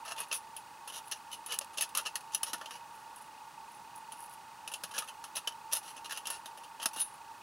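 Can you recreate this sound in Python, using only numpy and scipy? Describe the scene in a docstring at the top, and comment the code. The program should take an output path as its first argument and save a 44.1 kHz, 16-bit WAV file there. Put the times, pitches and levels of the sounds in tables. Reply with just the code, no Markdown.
"""A tape camera's whir and hiss run steadily close to its microphone; almost at once thin metal starts to clink.
Pot stands are worked into the notches of a small sheet-metal camp stove, outdoors with no echo.
Edges tick, chatter and scrape: noise bursts and slip trains drive random sheet modes and three registers.
Fingers hold back a bank of high stand modes, which ring out most near the end as the last stand is let go.
Skin whispers on the metal between moves; hiss, motor, tape drum and faint whistles make up the camera."""
import sys
import numpy as np
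from scipy import signal
from scipy.fft import rfft, irfft, next_fast_len
from scipy.io import wavfile
from scipy.ndimage import map_coordinates

SR = 44100
rng = np.random.default_rng(int(sys.argv[2]) if len(sys.argv) > 2 else 0)


def to_wav(s):
    """Save 16-bit WAV."""
    ch = np.atleast_2d(s).T  # columns
    pcm = np.round(np.clip(ch, -1, 1) * 32767)  # PCM
    wavfile.write(sys.argv[1], SR, pcm.astype(np.int16))


N = 327222  # length in samples

# steady bed of air and camera hiss, relative spectrum: frequency_hz, density_db_per_hz
HISS_SPECTRUM = [(20, -25), (60, -4), (130, 1), (300, 1), (450, 0), (700, 2), (1200, -1), (1800, 2),
                 (2200, -4), (4500, -5), (7500, -8), (9200, -7.5), (9700, -9.5), (11100, -9.5),
                 (12000, -15.5), (16000, -12.5)]
# tape motor's whir coloured by the camera shell, relative spectrum: frequency_hz, density_db_per_hz
MOTOR_SPECTRUM = [(500, -70), (710, -30.5), (790, -10.5), (860, -3.5), (905, 0.5), (945, -2), (1010, -21),
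                  (1110, -9.5), (1240, -17.5), (1340, -22), (1440, -15), (1550, -27.5), (2200, -59)]
# resonances the head drum rings once a turn: centre_hz, width_hz, relative_level_db
DRUM_RESONANCES = [(1423, 69, -9), (2546, 117, 4), (2842, 104, 1.5), (4510, 120, -5)]
# faint whistles of the camera's electronics: frequency_hz, level_db_rms
ELECTRONIC_WHISTLES = [(8820, -81), (15734, -116)]
# stereo likeness of the camera sounds: frequency_hz, likeness (1 = identical channels)
STEREO_LIKENESS = [(40, 0.85), (130, 0.87), (400, 0.91), (900, 0.98), (1800, 1), (2200, 1), (6500, 1),
                   (7800, 0.87), (9500, .998)]
# stereo lean of the camera sounds: frequency_hz, left_minus_right_db
STEREO_LEAN = [(120, -3.5), (250, -0.5), (400, -2), (640, 3), (780, -3), (980, -2.5), (1150, 1.5),
               (1400, -0.5), (1800, -3.5), (2100, 0)]

# an edge strikes the stove: start_s, mid_db (nominal), treble_db (re mid), knock_db (re mid), spot_hz
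EDGE_STRIKES = [(0.0505, -51, -0.5, 3, 1240), (0.1887, -46.5, 5, -0.5, 2670), (0.203, -46, 10.5, 3, 2530),
                (0.314, -35.5, -13, -7, 2640), (0.3268, -31, -2.5, -15, 2520),
                (0.5651, -47, 5.5, -10, 7000), (0.8755, -44, 1, -2.5, 1360), (1.1133, -41, 3, -16, 5700),
                (1.1203, -34, -6, -8, 5800), (1.4615, -48, 7.5, -6, 7110), (1.5216, -34.5, -1, -10, 2270),
                (1.541, -41, 2.5, -7, 2590), (1.5885, -25, 2.5, -15, 580), (1.6117, -42.5, -6, -2, 620),
                (1.774, -38, -4, -17, 3100), (1.782, -34.5, -5.5, -10, 603),
                (1.8097, -31.5, 3.5, -25, 1900), (1.8217, -38, 9.5, -3, 1900),
                (1.9504, -33.5, -0.5, -8, 2230), (1.9729, -33, 8, -13, 1350), (1.983, -35.5, -4, -13, 1290),
                (2.067, -34.5, -8, -12, 2600), (2.1555, -34, 1, -8, 1900), (2.347, -29, 2.5, -14.5, 5940),
                (2.4314, -32.5, 4, -9, 5250), (2.5321, -35.5, 2.5, -1, 260), (2.542, -44, -9, 4, 1380),
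                (2.6125, -46.5, -10, 5, 3300), (2.658, -43, -10, -11, 3100), (2.708, -44.5, -6, -2, 2310),
                (4.1207, -48.5, 3, -7.5, 2230), (4.6764, -39.5, -4.5, -8.5, 2630),
                (4.7382, -37, -2.5, -13, 6900), (4.836, -36.5, 0, -3.5, 176), (4.9798, -33.5, -5, -6, 5840),
                (4.986, -36, 5.5, -18, 2310), (5.0211, -46.5, -5, 4, 1300), (5.24, -41.5, -4, -7, 3100),
                (5.3667, -35.5, -12, -8.5, 3950), (5.4737, -31.5, -6, -8.5, 3100),
                (5.7253, -35.5, 2, -8, 5740), (5.7325, -28, 6, -12.5, 5900), (6.122, -40.5, 1, -2.5, 1810),
                (6.1738, -38, -1.5, -10, 2980), (6.255, -41.5, -7, -4.5, 3080), (6.27, -36, -1, -6.5, 1330),
                (6.3018, -39, 6.5, -2.5, 640), (6.4577, -45, -1.5, -5.5, 3630), (6.5743, -53.5, 1, 0, 560),
                (6.799, -44.5, -11, -4.5, 3140), (6.8283, -37, -0.5, -5, 3200), (6.8573, -26.5, 0, -7, 240),
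                (6.962, -47, 1, 3, 247), (7.0011, -41.5, 9, -13, 3800), (7.015, -40.5, -1, -11, 3970)]
# ring time by hardness; light touches ring longest, the hardest presses the sheets into a dry click:
# hardness_db, t60_s
RING_TIME_BY_HARDNESS = [(-55, 0.11), (-36.5, 0.084), (-24, 0.049), (-23.5, 0.011)]
# how far the touched spot lifts its own resonance before levelling: spot_hz, lift_db
TOUCHED_SPOT_LIFT = [(200, 12.5), (600, 6), (1250, 10), (1800, 10.5), (2600, 8), (3100, 7.5), (3800, 6),
                     (6000, 6), (12000, 3)]
# stove register, the whole box knocking, relative spectrum: frequency_hz, density_db_per_hz
BOX_SPECTRUM = [(50, -47), (110, -31), (175, -10.5), (380, -11), (490, -2), (650, 3), (730, -3.5),
                (1250, 6), (1520, -1), (1790, 3.5), (2050, -16), (2600, -20), (3500, -70)]
# stove register, the flexing walls, relative spectrum: frequency_hz, density_db_per_hz
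WALL_SPECTRUM = [(1000, -84), (1800, -15.5), (2380, -12.5), (2700, 1.5), (3030, -0.5), (3300, -5.5),
                 (4700, -9), (5700, -6), (6550, -7), (7000, -13.5), (7900, -16), (9500, -53)]
# the clatter's top register as heard, peaked near 10 kHz by the camera's microphone, relative spectrum:
# frequency_hz, density_db_per_hz
TOP_SPECTRUM = [(5000, -84), (7000, -28), (8200, -16), (8800, -8.5), (9300, -11.5), (9680, 2), (10000, 0),
                (10220, -3.5), (10450, -3.5), (11100, -5), (12300, -14), (14000, -18), (16000, -19.5)]

# a stand slides along its notch: start_s, end_s, mid_db (nominal), treble_db (re mid), spot_hz
NOTCH_SLIDES = [(0.06, 0.133, -45.5, -5, 1080), (0.162, 0.245, -47.5, -5, 2460),
                (0.322, 0.379, -45, 5, 5950), (0.885, 0.914, -50.5, -1, 3030),
                (0.923, 0.995, -47, -0.5, 3300), (1.315, 1.351, -46.5, 0, 6170),
                (1.485, 1.57, -43.5, -9, 3000), (1.733, 1.747, -56, 0, 1230), (1.772, 1.856, -41, -7, 6300),
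                (1.962, 2.014, -43.5, -4, 1340), (2.053, 2.081, -38, -12, 2880),
                (2.321, 2.35, -48.5, -5, 6680), (2.459, 2.513, -46, -2, 5530),
                (2.692, 2.789, -55, -4.5, 2310), (4.716, 4.731, -48.5, 2, 3030),
                (4.91, 4.924, -50.5, -3, 2950), (4.9376, 5.013, -45, -3, 1620),
                (5.075, 5.096, -47.5, -3, 3050), (5.354, 5.383, -42, 3.5, 3830),
                (5.714, 5.737, -45.5, -4, 5660), (5.748, 5.784, -39, 2, 5960),
                (5.829, 5.936, -52, -1.5, 5800), (5.963, 5.983, -49, -6.5, 2650),
                (6.0447, 6.061, -45, -6, 3870), (6.095, 6.136, -43.5, -5, 1730),
                (6.139, 6.183, -49.5, -7, 3140), (6.282, 6.374, -48.5, -7, 1480),
                (6.635, 6.653, -54, -5, 3050), (6.816, 6.837, -44, -6, 3200),
                (6.932, 6.952, -51.5, 3, 6080), (6.96, 7.023, -46.5, 2.5, 3800)]
# free ringing of a pot stand: frequency_hz, relative_level_db, t60_s
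STAND_MODES = [(2945, -28, .5), (3779, -14, .14), (4538, -15, .14), (5771, -17, .2), (6212, -19, .2),
               (8899, -14, .25), (9485, -7, .33), (9685, -2, .15), (10250, -2, .15), (10320, -4, .15),
               (11090, -6, .22), (11750, -11, .14), (12770, -15, .2), (13200, -9, .13), (14360, -12, .16)]
# moments when the grip on a stand loosens: centre_s, ring_gain_db
GRIP_LOOSENINGS = [(0.36, 4), (1.35, 9), (4.2, 6), (6.36, 15), (7.005, 21.5)]
# fingers shift their hold on a stand; the last row is a faint high ticking after the stand is let go: start_s,
# end_s, treble_db (nominal)
FINGER_RUBS = [(1.041, 1.098, -56.5), (2.912, 3.052, -67), (3.14, 3.29, -58.5), (3.695, 3.784, -63.5),
               (3.953, 3.997, -55.5), (4.164, 4.268, -54), (4.29, 4.354, -56.5), (7.126, 7.165, -61.5)]

DRUM_HZ = 29.97  # drum turns per second
TOP_HZ = 15790  # band limit, also the top of the sheet modes
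HARDNESS_TREBLE_SHARE = 0.59  # hardness is a blow's mid level plus this share of its treble
# the edge springs back and lands once more, softly
REBOUND_S, REBOUND_SPREAD_OCTAVES, REBOUND_LOSS_DB = 0.04, 0.49, 21.5
# a slide starts with a touch-down; the lower its spot, the more the whole box knocks
TOUCH_DB, SLIDE_KNOCK_DB, KNOCK_PIVOT_HZ, KNOCK_DB_PER_OCTAVE = -4.5, -5.5, 3000, -5
SLIDE_LIFT_SHARE = 0.77  # a sliding edge wanders, so it favours its spot less than a blow does
GRIPPED_DB, LOOSEN_S = -28, 0.072  # held-back ring feed, and time scale of each loosening
RUB_TREBLE_DB, RUB_KNOCK_DB, RUB_HZ = 10.5, -4, 12200  # skin stirs mostly the top register


def amp(db):
    """Turn decibels into gain."""
    return 10 ** (np.asarray(db) / 20)


def unit(x):
    """Scale to rms 1."""
    return x / np.sqrt(np.mean(x ** 2) + 1e-20)


def along(points, hz):
    """Read a table of frequencies and values along a log frequency axis."""
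    table_hz, values = np.transpose(points)
    return np.interp(np.log(hz + 1), np.log(table_hz + 1), values)


def filtered(x, response):
    """Filter by multiplying the spectrum with a response given as a function of frequency."""
    size = next_fast_len(N + SR // 4)
    spectrum = rfft(x, size) * response(np.fft.rfftfreq(size, 1 / SR))
    return irfft(spectrum, size)[..., :N]


def resonances(table, hz):
    """Steep-sided peaks: each resonance acts twice."""
    total = 0
    for centre, width, db in table:
        peak = 1j * hz * width / (centre * centre - hz * hz + 1j * hz * width)
        total = total + amp(db) * peak ** 2
    return total


def add(track, s, sound):
    """Mix a sound into a track at time s."""
    part = track[max(round(s * SR), 0):][:len(sound)]
    part += sound[:len(part)]


def placed(source, response):
    """Colour two signals, mix them to a set likeness and lean each band left or right, at rms 1."""
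    def mid_side_response(hz):
        turn = np.arccos(np.clip(along(STEREO_LIKENESS, hz), -1, 1)) / 2
        return response(hz) * np.array([np.cos(turn), np.sin(turn)])

    def lean_response(hz):
        return amp(np.outer([.5, -.5], along(STEREO_LEAN, hz)))

    mid, side = filtered(source, mid_side_response)
    return unit(filtered(np.array([mid + side, mid - side]), lean_response))


def camera(hiss_db=-58, motor_db=-51, drum_db=-67, touch_s=.004, brush_s=0.0082, brush_level=0.63):
    """Broad hiss, the motor's narrow whir, whistles, and a tiny tick whenever the drum's head meets the tape."""
    t = np.arange(N) / SR
    hiss = placed(rng.standard_normal((2, N)), lambda hz: amp(along(HISS_SPECTRUM, hz)))
    motor = placed(rng.standard_normal((2, N)), lambda hz: amp(along(MOTOR_SPECTRUM, hz)))
    # time since the head last touched the tape
    in_turn = (t - touch_s) % (1 / DRUM_HZ)
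    ticks = unit(1. * (np.diff(in_turn, prepend=0) < 0))
    # after each tick the head brushes along the tape
    brushing = unit((in_turn < brush_s) * rng.standard_normal((2, N)))
    drum = placed(ticks + brush_level * brushing, lambda hz: resonances(DRUM_RESONANCES, hz))
    whistles = sum(amp(db) * np.sqrt(2) * np.sin(2 * np.pi * hz * t) for hz, db in ELECTRONIC_WHISTLES)
    return amp(hiss_db) * hiss + amp(motor_db) * motor + amp(drum_db) * drum + whistles


def sheet_modes(t, count=420):
    """The crowded modes of thin sheet metal: jittered, evenly spread sines, one row each."""
    hz = (np.arange(count) + rng.random(count)) * TOP_HZ / count
    return np.sin(2 * np.pi * (hz[:, None] * t + rng.random((count, 1))))


def stove(force, mid_db, treble_db, knock_db, spot_hz, spot_db, tilt_db=0, width_hz=80, width_share=0.022):
    """Box, wall and top registers colour a white force causally; the walls tilt by tilt_db an octave."""
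    size = 2 * len(force)
    hz = np.fft.rfftfreq(size, 1 / SR)
    # the touched spot drives one resonance harder than the rest
    spot_width_hz = width_hz + width_share * spot_hz
    lift_db = spot_db * np.exp(-((hz - spot_hz) / spot_width_hz) ** 2 / 2)
    walls = along(WALL_SPECTRUM, hz) + tilt_db * np.log2(hz + 1)
    registers = (walls, 0), (along(TOP_SPECTRUM, hz), treble_db), (along(BOX_SPECTRUM, hz), knock_db)
    power = sum((amp(db) * unit(amp(shape + lift_db))) ** 2 for shape, db in registers)
    # folding the cepstrum gives minimum phase, so nothing sounds before the touch
    cepstrum = irfft(np.log(power) / 2)[:len(force)]
    cepstrum[1:] *= 2
    response = np.exp(rfft(cepstrum, size))
    return amp(mid_db) * irfft(rfft(force, size) * response)[:len(force)]


def blow(modes, t, mid_db, treble_db, knock_db, spot_hz, chatter_share=0.51, chatter_db=-2.0,
         ring_db=-2.0, rough_db=3, rise_s=0.00015, stiff_tilt_db=4, neutral_t60=0.099):
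    """A blow chatters briefly as rough noise while the walls ring longer with fresh mode strengths."""
    hardness_db = mid_db + HARDNESS_TREBLE_SHARE * treble_db
    t60 = np.interp(hardness_db, *np.transpose(RING_TIME_BY_HARDNESS))
    fall_db = -60 * t / t60
    roughness = amp(rough_db * rng.standard_normal(len(t)))
    grit = unit(rng.standard_normal(len(t)) * roughness)
    chatter = amp(chatter_db + fall_db / chatter_share) * grit
    ring = amp(ring_db + fall_db) * unit(rng.standard_normal(len(modes)) @ modes)
    force = (chatter + ring) * (1 - np.exp(-t / rise_s))
    # a short, stiff blow barely bends the walls, so it sounds brighter
    tilt_db = stiff_tilt_db * np.log2(neutral_t60 / t60)
    spot_db = along(TOUCHED_SPOT_LIFT, spot_hz)
    return stove(force, mid_db, treble_db, knock_db, spot_hz, spot_db, tilt_db)


def contacts(modes, t):
    """An edge strikes, springs back and lands again as a softer copy of the same clink."""
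    track = np.zeros(N)
    for s, *stroke in EDGE_STRIKES:
        clink = blow(modes, t, *stroke)
        flight_s = REBOUND_S * 2 ** (REBOUND_SPREAD_OCTAVES * rng.standard_normal())
        add(track, s, clink)
        add(track, s + flight_s, amp(-REBOUND_LOSS_DB) * clink)
    return track


def slide(modes, t, length, mid_db, treble_db, knock_db, spot_hz, slip_rate=950, spread_db=4,
          catch_rate=140, catch_db=3, t60=0.075, direct=0.85, level_db=-2):
    """A sliding edge catches and slips in uneven bursts; every slip ticks and rings the walls."""
    length = max(length, .01)  # seconds
    pressure = np.sqrt(np.abs(np.sin(np.pi * np.minimum(t / length, 1))))
    # burrs along the edge make the strong slips come in clumps
    burrs = map_coordinates(rng.standard_normal(len(t)), [t * catch_rate])
    size_db = catch_db * burrs + spread_db * rng.standard_normal(len(t))
    slips = (rng.random(len(t)) < slip_rate / SR) * amp(size_db) * pressure
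    ring = amp(-60 * t / t60) * (rng.standard_normal(len(modes)) @ modes)
    rung = signal.fftconvolve(slips, ring / np.linalg.norm(ring))[:len(t)]
    force = direct * slips + rung
    # even out the energy for the length of the slide
    force *= np.sqrt(length * SR) / (np.linalg.norm(force) + 1e-9)
    spot_db = SLIDE_LIFT_SHARE * along(TOUCHED_SPOT_LIFT, spot_hz)
    return stove(force, mid_db + level_db, treble_db, knock_db, spot_hz, spot_db)


def scrapes(modes, t):
    """The edge touches down with a tick, then slides along its notch."""
    track = np.zeros(N)
    for start, end, mid_db, treble_db, spot_hz in NOTCH_SLIDES:
        knock_db = SLIDE_KNOCK_DB + KNOCK_DB_PER_OCTAVE * np.log2(spot_hz / KNOCK_PIVOT_HZ)
        add(track, start, blow(modes, t, mid_db + TOUCH_DB, treble_db, knock_db, spot_hz))
        add(track, start, slide(modes, t, end - start, mid_db, treble_db, knock_db, spot_hz))
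    return track


def stand_ring(clatter):
    """The clatter feeds the stand's decaying high modes, more strongly when it is held loosely."""
    t = np.arange(SR // 2) / SR
    ring = sum(amp(db - 60 * t / t60) * np.sin(2 * np.pi * hz * t) for hz, db, t60 in STAND_MODES)
    now = np.arange(N) / SR
    loosened_db = sum(db * np.exp(-((now - s) / LOOSEN_S) ** 2) for s, db in GRIP_LOOSENINGS)
    drive = clatter * amp(GRIPPED_DB + loosened_db)
    return signal.fftconvolve(drive, ring / np.linalg.norm(ring))[:N]


def rubs(modes, t):
    """Fingertips slide over the thin metal with a faint, high whisper of sparse, damped ticks; the last row,
    after the stand is let go, is a faint high ticking played the same way."""
    track = np.zeros(N)
    for start, end, treble_db in FINGER_RUBS:
        whisper = slide(modes, t, end - start, treble_db - RUB_TREBLE_DB, RUB_TREBLE_DB, RUB_KNOCK_DB,
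                        RUB_HZ, slip_rate=400, spread_db=6.5, t60=0.035)
        add(track, start, whisper)
    return track


def slightly_widened(metal, side_db=-28, size=48):
    """A faint, randomly smeared copy, opposite in the two channels, gives the clatter slight stereo width."""
    smear = rng.standard_normal(size)
    side = amp(side_db) * np.convolve(metal, smear / np.linalg.norm(smear))[:N]
    return np.array([metal + side, metal - side])


def scene(size=8192):
    """The stove sounds straight ahead in open air, with no echo, over the camera's own noise."""
    t = np.arange(size) / SR  # time axis of a single blow or slide
    modes = sheet_modes(t)
    clatter = contacts(modes, t) + scrapes(modes, t) + rubs(modes, t)
    metal = clatter + stand_ring(clatter)
    return camera() + slightly_widened(metal)


def record(dry):
    """The camera keeps nothing above its band limit."""
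    return filtered(dry, lambda hz: hz < TOP_HZ)


dry = scene()
out = record(dry)
to_wav(out)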